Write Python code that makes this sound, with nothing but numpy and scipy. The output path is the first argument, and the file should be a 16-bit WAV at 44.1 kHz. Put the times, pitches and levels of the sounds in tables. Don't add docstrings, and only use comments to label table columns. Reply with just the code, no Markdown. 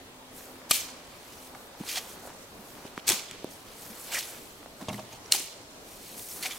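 import sys
import numpy as np
from scipy import signal
from scipy.io import wavfile
from scipy.ndimage import uniform_filter1d

SR = 44100
rng = np.random.default_rng(int(sys.argv[2]) if len(sys.argv) > 2 else 0)


def unload_audio(sound):
    columns = np.transpose(np.atleast_2d(sound))
    steps = np.round(np.clip(columns, -1, 1) * 32767)
    wavfile.write(sys.argv[1], SR, steps.astype(np.int16))


def volts_from_db(level):
    exponent = np.asarray(level, float) / 20
    return 10 ** exponent


N = 290178
TICKS = np.arange(0, N + 32, 32) / SR


def evened(x):
    return x / np.sqrt(np.mean(x ** 2) + 1e-20)


def read(points, hz):
    f, value = np.transpose(points)
    return np.interp(np.log(hz + 1), np.log(f + 1), value)


def follow(rows):
    s, *columns = np.transpose(rows)
    return [np.interp(np.arange(N) / SR, s, c) for c in columns]


def add(mix, s, sound):
    part = mix[..., round(s * SR):][..., :sound.shape[-1]]
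    part += sound[..., :part.shape[-1]]


def play(mix, table, source, *shared):
    for s, *row in table:
        add(mix, s, source(*row, *shared))


def band(x, lo_hz, hi_hz, order=2):
    edges_hz = [lo_hz, min(hi_hz, SR / 2 - 99)]
    return signal.sosfilt(signal.butter(order, edges_hz, "band", fs=SR, output="sos"), x)


def ring(x, hz, width_hz):
    return signal.lfilter(*signal.iirpeak(hz, hz / width_hz, SR), x)


def sides(x, pan_db):
    return np.array([x * volts_from_db(pan_db / 2), x * volts_from_db(-pan_db / 2)])


def grains(per_s, spread_db):
    size = volts_from_db(spread_db * np.minimum(rng.exponential(1, (2, N)), 5))
    size = size * rng.choice([-1, 1], (2, N))
    return size * (rng.random((2, N)) < per_s / SR)


def pitched(count, lo_hz, hi_hz, cycles, per_s, spread_db):
    kind, hits = rng.integers(0, count, (2, N)), grains(per_s, spread_db)
    pitches_hz = np.geomspace(lo_hz, hi_hz, count)
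    return sum(ring(hits * (kind == k), hz, hz / cycles) for k, hz in enumerate(pitches_hz))


def lobe(s, db, rise_s, fall_s):
    late = TICKS - s
    return db - 20 * np.where(late < 0, -late / max(rise_s, .002), late / max(fall_s, .002))


def blend(parts):
    columns = np.array([np.broadcast_arrays(TICKS, *p)[1:] for p in parts])
    level_db, *colours = columns.transpose(1, 0, 2)
    power = volts_from_db(level_db) ** 2
    total = power.sum(axis=0)
    mixed = [10 * np.log10(total)] + [(c * power).sum(axis=0) / total for c in colours]
    return [np.interp(np.arange(N) / SR, TICKS, m) for m in mixed]


# freq_hz, density_db_per_hz
WASH = [(18, -38), (30, -3.5), (64, -1), (183, -1), (244, 3), (371, 1.5), (535, 1.5), (1240, -4),
        (1650, -8), (4130, -10.5), (7950, -16.5), (12400, -20), (15700, -22.5)]
WASH_DB = -46.5
# freq_hz, correlation
SAME = [(60, 0.96), (150, 0.87), (380, 0.85), (950, 0.52), (2380, -1.06), (5980, -0.34), (15000, 0.11)]
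# time_s, pitch_hz, level_db
HUM = [(0.0, 269, -73), (0.104, 255, -61), (1.088, 258, -62), (1.151, 245, -61.5), (1.206, 271, -93),
       (1.41, 256.4, -57.5), (1.656, 255, -64.5), (1.7, 246.1, -88)]


def wash():
    frames, hz = N // 256 + 5, np.fft.rfftfreq(1024, 1 / SR)
    a, b, c, d, patches = rng.standard_normal((frames, 513, 5)).T
    patches = uniform_filter1d(patches, size=10, axis=0)
    patches = evened(uniform_filter1d(patches, size=14, axis=1))
    same = np.clip(read(SAME, hz), -1 / 4, 1)[:, None]
    left = a + 1j * b
    z = np.array([left, same * left + np.sqrt(1 - same ** 2) * (c + 1j * d)])
    z *= volts_from_db(read(WASH, hz)[:, None] + 1.4 * patches)
    noise = signal.istft(z, nperseg=1024, noverlap=768)[1][:, :N]
    fade = (HUM[-1][0] + .3, HUM[-1][1], -90)
    hum_hz, hum_db = follow([*HUM, fade])
    hum = np.sqrt(2) * volts_from_db(hum_db) * np.sin(2 * np.pi * np.cumsum(hum_hz) / SR)
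    return volts_from_db(WASH_DB - 2.5) * evened(noise) + hum


# peak_s, level_db, rise_s_per_20db, fall_s_per_20db
CRUNCHES = [(.356, -56, 0.2, 2.1), (0.719, -49, 0, 0.53), (1.85, -57.5, 2, 0.79),
            (1.977, -46.5, 0.23, 0.16), (2.29, -51.5, 0.5, 0.2), (2.86, -54.5, 0.5, 0),
            (2.975, -55.5, 1.1, -2.5), (3.102, -35.5, 0.05, 0.14), (3.35, -51.5, 0.2, 0),
            (4.15, -34.5, 0.05, -0.05), (4.185, -41, 0.12, -0.03), (4.39, -51.5, 2, -3.5),
            (4.63, -45, 0, -1.06), (5.353, -40.5, 0.1, -0.01), (5.375, -44.5, 0.1, 0.07),
            (6.451, -47, 0.22, 0.5)]
SOIL_DB = -66.5


def heft():
    near, far = pitched(count=8, lo_hz=440, hi_hz=1590, cycles=2.04, per_s=1500, spread_db=2.5)
    level_db = blend([[SOIL_DB]] + [[lobe(*row)] for row in CRUNCHES])[0]
    return volts_from_db(level_db + 0.2) * evened(np.array([near + 0.083 * far, near - 0.42 * far]))


def thud(db, hz, t60_s, click_db):
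    t = np.arange(6000) / SR
    turns = hz * (t + 0.00064 * (1 - np.exp(-t / 0.00027)))
    push = -np.sin(2 * np.pi * turns) * volts_from_db(-60 * t / t60_s) * (1 - np.exp(-t * hz * 4.2))
    push = band(push, 78, 1400, order=1)
    click = rng.standard_normal(len(t)) * volts_from_db(-60 * t / 0.015) + 4.1 * (t == 0)
    click = band(click, 640, 3700, order=1)
    return volts_from_db(db) * (push / abs(push).max() + volts_from_db(click_db) * click / abs(click).max())


# start_s, peak_db, pitch_hz, t60_s
PEBBLES = [(1.5495, -35, 1179, 0.0066), (1.554, -35.5, 734, 0.014), (1.836, -36, 810, 0.014),
           (1.972, -33, 737, 0.053), (2.235, -41, 695, 0.022), (2.2525, -33, 540, 0.0098),
           (2.2735, -34, 597, 0.0082), (2.3025, -39, 900, 0.018), (2.8525, -35, 754, 0.0092),
           (2.9773, -23.5, 1130, 0.0041), (2.9778, -36, 760, 0.009), (3.0895, -26.5, 464, 0.007),
           (3.0968, -27, 604, 0.0046), (3.117, -35, 900, .012), (3.344, -41, 420, 0.053),
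           (4.6597, -34, 600, 0.011), (5.254, -43.5, 414, 0.082), (5.347, -31.5, 780, 0.034),
           (5.401, -37, 353, 0.017)]
# start_s, peak_db, pitch_hz, t60_s
CLODS = [(.7095, -21, 1197, 0.031), (.71, -26.5, 205, 0.0048), (.712, -23.5, 640, 0.014),
         (1.8025, -34, 240, 0.02), (1.8085, -27, 213, 0.028), (2.59, -45, 203, 0.19),
         (2.8495, -40, 410, 0.091), (2.8525, -31.5, 247, 0.01), (2.978, -29.5, 253, 0.0086),
         (3.098, -41, 95, 0.027), (3.105, -26, 350, 0.046), (3.13, -34.5, 216, 0.048),
         (3.4445, -22, 314, 0.0074), (3.9, -44, 217, 0.13), (4.825, -33.5, 260, 0.021),
         (5.348, -33, 323, 0.0056), (6.452, -36.5, 750, 0.1)]
PEBBLE_CLICK_DB, CLOD_CLICK_DB = -9, -18


def footfalls(ground):
    play(ground, PEBBLES, thud, PEBBLE_CLICK_DB)
    play(ground, CLODS, thud, CLOD_CLICK_DB)


# freq_hz, level_db, t60_s
WAGON = [(106, -11, .25), (119, -5, .45), (138, -6, .12), (178, -4, .12), (205, -1, .2), (262, -4, .1),
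         (350, -8, .12), (445, -10, .06), (526, -5, .07), (622, -1, .1), (690, -4, .06), (770, -7, .08),
         (904, -4, .08), (1060, -7, .05)]


def knock(db, spot_hz, rattle_s, rattle_db):
    t = np.arange(SR // 2) / SR
    plate = 0
    for f, mode_db, t60_s in WAGON:
        off_spot_db = 10.6 * abs(np.log2(f / spot_hz))
        plate = plate + volts_from_db(mode_db - 60 * t / t60_s - off_spot_db) * np.sin(2 * np.pi * f * t)
    shake = rng.standard_normal(2000)
    blow = shake * np.exp(-t[:2000] / max(rattle_s, .001))
    plate = plate * volts_from_db(4 * np.interp(120 * t, np.arange(2000), shake))
    rung = band(plate * (1 - np.exp(-t / max(0.24 * rattle_s, .0005))), 106, 2000)
    rattle = band(np.pad(blow, (0, len(t) - len(blow))), 510, 1130)
    return volts_from_db(db) * (rung / abs(rung).max() + volts_from_db(rattle_db) * rattle / abs(rattle).max())


# start_s, peak_db, spot_hz, rattle_s, rattle_share_db
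KNOCKS = [(4.806, -38.5, 343, 0.024, 2.5), (4.822, -39, 230, 0.0021, -29), (4.8842, -26, 650, 0.0019, -3),
          (4.8845, -34.5, 970, .006, 1), (4.8846, -29, 133, 0.0062, -12), (4.897, -29.5, 210, 0.021, -3),
          (4.928, -31.5, 197, 0.017, -4), (4.977, -36.5, 674, 0.0051, -6), (4.991, -35.5, 616, 0.0045, 0.5),
          (5.122, -40.5, 910, 0.02, -6), (5.132, -47, 119, .01, -17)]


def wagon_knocks(ground):
    play(ground, KNOCKS, knock)


def lump(db, hz, t60_s, ring_db, rise_s, pan_db):
    t = np.arange(4000) / SR
    width_hz = 300
    grit, shake, other = rng.standard_normal((3, len(t)))
    shape = volts_from_db(-60 * t / t60_s) * (1 - np.exp(-t / max(rise_s, 1e-4)))
    grit = band(grit * shape, 1670, 7200)
    rings = ring(ring(shake, hz, width_hz), hz, width_hz)
    rings = rings / uniform_filter1d(rings ** 2, size=160) ** .25
    rings = evened(rings[1000:]) * shape[:-1000] ** 0.7 / shape.max() ** 0.56
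    rings = volts_from_db(ring_db - 5) * np.pad(rings, (0, 1000))
    scattered = 0.27 * band(other * shape, 3000, 8000, order=1) * [[1], [-1]]
    return sides(volts_from_db(db), pan_db)[:, None] * ((grit + scattered) / abs(grit).max() + rings)


# start_s, peak_db, ring_hz, t60_s, ring_share_db
CHIPS = [(1.5495, -44, 2300, .008, -1), (1.554, -43, 3500, .008, -4), (2.8652, -37, 2780, 0.0054, -3),
         (2.9772, -42, 2010, 0.01, -11), (4.6597, -47, 1990, .012, -4), (4.8108, -42, 1800, 0.023, -3),
         (4.815, -40, 3900, 0.027, -8), (4.825, -42, 2300, .02, -4), (4.8836, -31.5, 3400, 0.031, -1),
         (4.884, -39, 6400, .03, -3), (4.8896, -31, 2700, 0.03, 0), (4.899, -39.5, 2200, 0.018, 4),
         (4.928, -36.5, 3850, 0.035, -5), (4.933, -40.5, 5700, 0.023, -3), (4.943, -39, 2000, 0.022, 1),
         (4.978, -40, 2920, 0.033, -6), (4.993, -38, 2700, 0.04, -12), (3.286, -40, 3340, .012, 1.5),
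         (5.336, -30, 3020, 0.055, 0), (5.402, -32, 2800, 0.045, -8), (5.1256, -42, 6400, .04, 0.5),
         (5.127, -43, 2560, .04, -2), (5.2584, -44.5, 5660, 0.016, 4)]
CHIP_RISE_S, CHIP_PAN_DB = 0.0011, -1.5
# start_s, peak_db, ring_hz, t60_s, ring_share_db
LUMPS = [(1.865, -40.5, 4150, 0.036, -4), (1.877, -32, 4900, 0.032, -5), (1.886, -31, 3160, 0.035, -5),
         (1.895, -33, 4600, 0.054, -2), (1.912, -39, 4040, .03, -4), (1.915, -38, 2350, .06, -5),
         (1.938, -35, 3240, 0.046, -7), (1.955, -24, 3400, 0.034, -7), (1.967, -23, 3160, 0.04, -9),
         (1.972, -26, 2000, 0.035, -4.5), (1.976, -25, 4260, 0.03, -6), (1.983, -29, 3330, 0.03, -9),
         (4.117, -31, 2200, 0.055, -4), (4.127, -28, 2930, 0.044, -4), (4.134, -30, 3700, .03, -9),
         (4.144, -25.5, 5800, .02, -6), (4.144, -30, 1890, 0.093, -1), (4.15, -27, 2330, 0.045, -0.5),
         (4.167, -32, 1950, 0.05, 1.5), (4.17, -37, 2280, 0.044, -1), (4.185, -29, 4300, 0.04, -9),
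         (4.187, -32.5, 6560, 0.027, -4), (4.198, -39, 2370, .03, 1), (4.226, -32.5, 5030, .03, -8),
         (6.1944, -33.5, 2360, 0.0088, -13), (6.2994, -47, 6260, 0.011, 6), (6.311, -43, 5400, 0.036, 0),
         (6.424, -32.5, 4450, .05, -1.5), (6.428, -34, 2120, .05, -3), (6.435, -35, 3040, .03, -3),
         (6.451, -30, 2270, 0.027, 1), (6.4565, -26.5, 2420, 0.02, 3.5), (6.4565, -31, 3800, 0.02, 3),
         (6.468, -30, 2600, 0.025, -12), (6.505, -32, 3300, 0.063, -4), (6.507, -35, 2300, 0.03, 1),
         (6.516, -36, 3430, 0.036, 1), (6.525, -43, 3480, 0.047, 2), (6.565, -44, 3500, .04, 0)]
LUMP_RISE_S, LUMP_PAN_DB = 0.0057, -1.5


def crumbling(blows):
    play(blows, CHIPS, lump, CHIP_RISE_S, CHIP_PAN_DB)
    play(blows, LUMPS, lump, LUMP_RISE_S, LUMP_PAN_DB)


# peak_s, level_db, rise_s_per_20db, fall_s_per_20db, steel_over_grit_db
SCUFFS = [(1.1, -65, 0.1, 1.5, 18), (2.43, -57, 1, .1, -9), (2.88, -56.5, 0.1, 0, 7),
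          (3.001, -56, 0.08, 0, 8.5), (3.3, -60, 0.6, 0.7, 11), (4.112, -50.5, 0.3, 0.35, 12),
          (4.215, -52, 0.3, 0.38, -2), (4.52, -68, 3, 0, -7), (4.886, -59, 0.26, 0.48, 6),
          (4.995, -58, -0.2, 0.44, 0), (3.56, -61.5, 0.5, -33, 7), (5.258, -60.5, 0.3, 2, -3),
          (5.7, -62.5, -1, 5, -4), (6.519, -48.5, 0.06, 0.06, 7), (6.57, -48, -0.05, -14, 3),
          (6.0, -58.5, 0, 0, 29)]
SCUFF_DUST_DB, SCUFF_PAN_DB, SCUFF_SCATTER_DB = -6, -2.5, 2.5


def scuff_motions():
    for s, db, rise_s, fall_s, steel_db in SCUFFS:
        yield lobe(s, db, rise_s, fall_s), steel_db, SCUFF_DUST_DB, SCUFF_PAN_DB, SCUFF_SCATTER_DB


# peak_s, level_db, rise_s_per_20db, fall_s_per_20db, fineness_db
TRICKLES = [(.372, -51, -0.52, 0.27, 6.5), (.45, -59, -0.5, 0.1, 5), (1.33, -57.5, 0, 0, -4),
            (1.48, -55.5, 0.84, -0.05, 2), (1.67, -62, 1, 0, 13), (1.8, -55.5, -1.3, 0.3, -2),
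            (2.09, -51, -0.34, 0.14, 3), (2.27, -55.5, .1, -0.14, 13), (2.7, -57, 0.4, 0.5, 6.5),
            (3.51, -54.5, -1, 0.25, 6.5), (3.68, -59.5, 0, 2.5, -5), (4.82, -56, 0, -0.7, 6),
            (4.935, -50.5, -0.34, 0.13, 4.5), (3.83, -51, 0.2, 0.73, 7.5), (4.0, -50, -0.16, 0.64, 12.5),
            (4.32, -55, 0.8, 0.2, 7), (5.133, -53.5, 0, 0, -4), (5.92, -52.5, 0.15, .5, 3),
            (6.06, -51.5, 0.14, 10, 2.5), (6.19, -48, -0.12, .5, 12), (6.31, -46.5, -0.05, .5, 9.5)]
REST_DB = -80
DUST_PER_FINENESS, TRICKLE_SCATTER_DB = 0.41, -10.5


def trickle_motions():
    yield REST_DB, 0, 0, 0, TRICKLE_SCATTER_DB
    slowest_s = .06
    for s, db, rise_s, fall_s, fine_db in TRICKLES:
        level_db = lobe(s, db, max(rise_s, slowest_s), max(fall_s, slowest_s))
        yield level_db, -fine_db, DUST_PER_FINENESS * fine_db, .4, TRICKLE_SCATTER_DB


# leaves_s, leave_db, lands_s, land_db, steel_over_grit_db
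THROWS = [
    (1.901, -37, 1.98, -37, 0),
    (4.139, -35, 4.19, -34, 0),
    (6.434, -37.5, 6.466, -39, 4),
]
THROW_DUST_DB, THROW_SCATTER_DB = -1, -9.5
THROW_RISE, THROW_FALL, LAND_RISE = 0.8, 2.9, 0.61
LAND_FALL_S = 0.044
SHOWER_DB, SHOWER_FALL_S = -14, 0.36


def throw_motions():
    for leaves, leave_db, lands, land_db, steel_db in THROWS:
        flight = lands - leaves
        slide = lobe(leaves, leave_db, THROW_RISE * flight, THROW_FALL * flight)
        slide = np.where(TICKS < lands, slide, -99)
        yield slide, steel_db - 0.5, THROW_DUST_DB, 0, THROW_SCATTER_DB
        landing = lobe(lands, land_db, LAND_RISE * flight, LAND_FALL_S)
        yield landing, steel_db, THROW_DUST_DB, 0, THROW_SCATTER_DB
        shower = lobe(lands + 0.039, land_db + SHOWER_DB, LAND_FALL_S, SHOWER_FALL_S)
        yield shower, 0, 2.2, 0, TRICKLE_SCATTER_DB


# enters_s, full_depth_s, grit_db, fall_s_per_20db, steel_over_grit_db
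STABS = [
    (0.69, 0.748, -30, 0.14, -2.5),
    (3.067, 3.09, -26, 0.1274, -2.5),
    (5.31, 5.334, -30, 0.16, -3.5),
]
STAB_DUST_DB, DUST_SETTLES_DB_PER_S = -1, 45
STAB_PAN_DB, SLIDE_PAN_DB_PER_S = 1, 27
STAB_SCATTER_DB, SCATTER_GROWS_DB_PER_S, SCATTER_MAX_DB = -6, 60, -2.5
SETTLE_DB, SETTLE_FALL_S, SETTLE_STEEL_DB, SETTLE_DUST_DB = -17, 0.29, 4.5, -16


def stab_motions():
    for enters, s, db, fall_s, steel_db in STABS:
        depth = np.clip((TICKS - enters) / (s - enters), 1e-3, 1)
        since = np.clip(TICKS - s, 0, .3)
        level_db = db + 15 * np.log10(depth) - 20 * np.maximum(TICKS - s, 0) / fall_s
        dust_db = STAB_DUST_DB - DUST_SETTLES_DB_PER_S * since
        pan_db = STAB_PAN_DB - SLIDE_PAN_DB_PER_S * since
        scatter_db = np.minimum(STAB_SCATTER_DB + SCATTER_GROWS_DB_PER_S * since, SCATTER_MAX_DB)
        yield level_db, steel_db, dust_db, pan_db, scatter_db
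        settling = lobe(s + 0.0063, db + SETTLE_DB, 0.046, SETTLE_FALL_S)
        yield settling, SETTLE_STEEL_DB, SETTLE_DUST_DB, -1.5, -3


# freq_hz, density_db_per_hz
GRIT = [(900, -70), (1500, -10), (2100, -1.5), (4200, 0), (6500, -0.5), (10000, -0.5), (13000, -0.5),
        (15700, -4.5)]
# freq_hz, width_hz, level_db
BLADE = [(2350, 150, 0), (3060, 110, 0), (3500, 90, -1), (4230, 120, -1), (5750, 120, -4), (6650, 90, -4),
         (8000, 200, -2)]


def sand():
    motions = [*scuff_motions(), *trickle_motions(), *throw_motions(), *stab_motions()]
    grit_db, steel_db, dust_db, pan_db, scatter_db = blend(motions)
    coarse = pitched(count=24, lo_hz=1730, hi_hz=14800, cycles=5.8, per_s=1500, spread_db=-1.0)
    hits = evened(grains(per_s=20000, spread_db=1.5)) + .6 * evened(coarse)
    hits = hits + 0.5 * sum(volts_from_db(db) * ring(hits, f, w) for f, w, db in BLADE)
    hits = hits / np.std(band(hits, 4500, 9000, order=4))
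    hz, t, z = signal.stft(hits, SR, nperseg=128, noverlap=96)
    at = np.minimum(t * SR, N - 1).astype(int)
    low = read([(3200, 1), (6200, 0)], hz)[:, None]
    high = read([(6800, 0), (12000, 1)], hz)[:, None]
    z *= volts_from_db(read(GRIT, hz)[:, None] + low * (steel_db[at] + 1.0) + high * (dust_db[at] - 1.0))
    patches = uniform_filter1d(rng.standard_normal(z.shape[1:]), size=2, axis=0)
    patches = uniform_filter1d(patches, size=45, axis=1)
    z *= volts_from_db(1.2 * evened(patches))
    z[1] *= volts_from_db(scatter_db[at] - 4.4 * low + 0.3 * high)
    direct, scattered = signal.istft(z, SR, nperseg=128, noverlap=96)[1][:, :N]
    clumps = volts_from_db(1.0 * evened(uniform_filter1d(rng.standard_normal(N), size=300)))
    level = sides(volts_from_db(grit_db - 0.3) * clumps, pan_db)
    return level * np.array([direct + scattered, direct - scattered])


def strike(db, hz, t60_s, ring_db, pan_db):
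    t = np.arange(6000) / SR
    shape = volts_from_db(-60 * t / t60_s) * (1 - np.exp(-t / (.03 * t60_s)))
    crack, other = rng.standard_normal((2, len(t))) * shape
    tick = .025 / t60_s * (t == 0)
    crack = band(crack + tick, max(2200, .4 * hz), min(5000 + .8 * hz, 17000))
    rings = np.sin(2 * np.pi * hz * t) * volts_from_db(ring_db - 45 * t / t60_s) * (1 - np.exp(-t / .0006))
    scattered = 0.54 * band(other, 6700, 12000, order=1) * [[1], [-1]]
    return sides(volts_from_db(db), pan_db)[:, None] * ((crack + scattered) / abs(crack).max() + rings)


# start_s, peak_db, ring_hz, t60_s, ring_share_db
STONES = [(.7098, -11, 12600, 0.014, -4), (.7102, -13.5, 10900, 0.01, 1), (.7112, -11.5, 3120, 0.022, -4),
          (.7125, -14, 4300, 0.013, -3), (.7105, -17, 8100, 0.021, -1), (.7168, -23, 2480, 0.017, -10),
          (.7153, -15.5, 2430, 0.026, -2.5), (3.0803, -9.5, 6130, 0.0061, -6),
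          (3.0902, -8.5, 7870, 0.0095, -2), (3.0904, -11, 2650, .008, -3), (3.0912, -7.5, 4440, 0.0081, -7),
          (3.0972, -12, 14000, 0.0067, -7), (3.0995, -9.5, 7700, 0.011, -5), (3.1064, -20, 3420, 0.023, 2),
          (3.1184, -15.5, 3370, 0.023, -10), (3.3118, -26, 7800, 0.006, -10),
          (3.3118, -35, 14200, .005, -7), (3.3123, -27, 3500, 0.0057, -3), (3.4438, -33, 13000, 0.0081, -8),
          (5.3195, -20, 9520, 0.012, 3.5), (5.3218, -8.5, 4160, 0.013, 2.5), (5.3215, -11, 8390, 0.0087, 6),
          (5.322, -12.5, 5590, 0.006, 4), (5.3222, -17.5, 2760, 0.012, 4), (5.3216, -15, 12600, .012, -2),
          (5.3218, -24, 6700, 0.0066, -2), (5.3324, -24, 7130, 0.014, 2), (5.3474, -20, 7650, 0.024, -8),
          (5.362, -25, 4700, .01, 5)]
STONE_PAN_DB = 0.5


def stones(blows):
    play(blows, STONES, strike, STONE_PAN_DB)


def woods(x):
    n = SR // 2
    at = np.arange(300, n - 20, 20)
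    at = at + rng.integers(0, 20, (2, len(at)))
    taps = np.zeros((2, n))
    np.put_along_axis(taps, at, rng.choice([-1., 1.], at.shape), 1)
    tail = band(taps * volts_from_db(-60 * np.arange(n) / SR / 1.04), 280, 7100, order=1)
    return signal.fftconvolve(x, tail / np.linalg.norm(tail[0]), axes=1)[:, :N]


GROUND_PAN_DB, ECHO_DB = -.7, -20


def scene():
    bed = wash() + heft() + sand()
    ground, blows = np.zeros(N), np.zeros((2, N))
    footfalls(ground)
    wagon_knocks(ground)
    crumbling(blows)
    stones(blows)
    blows = blows + sides(ground, GROUND_PAN_DB)
    return blows + volts_from_db(ECHO_DB) * woods(blows) + bed


def roll_off(x):
    return signal.sosfilt(signal.butter(12, 16990, fs=SR, output="sos"), x)


EDGE_HZ = 15900


def record(dry):
    lowpass = signal.firwin(511, EDGE_HZ, window=("kaiser", 9), fs=SR)
    limited = signal.oaconvolve(dry, lowpass[None], "same")
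    return roll_off(limited)


dry = scene()
out = record(dry)
unload_audio(out)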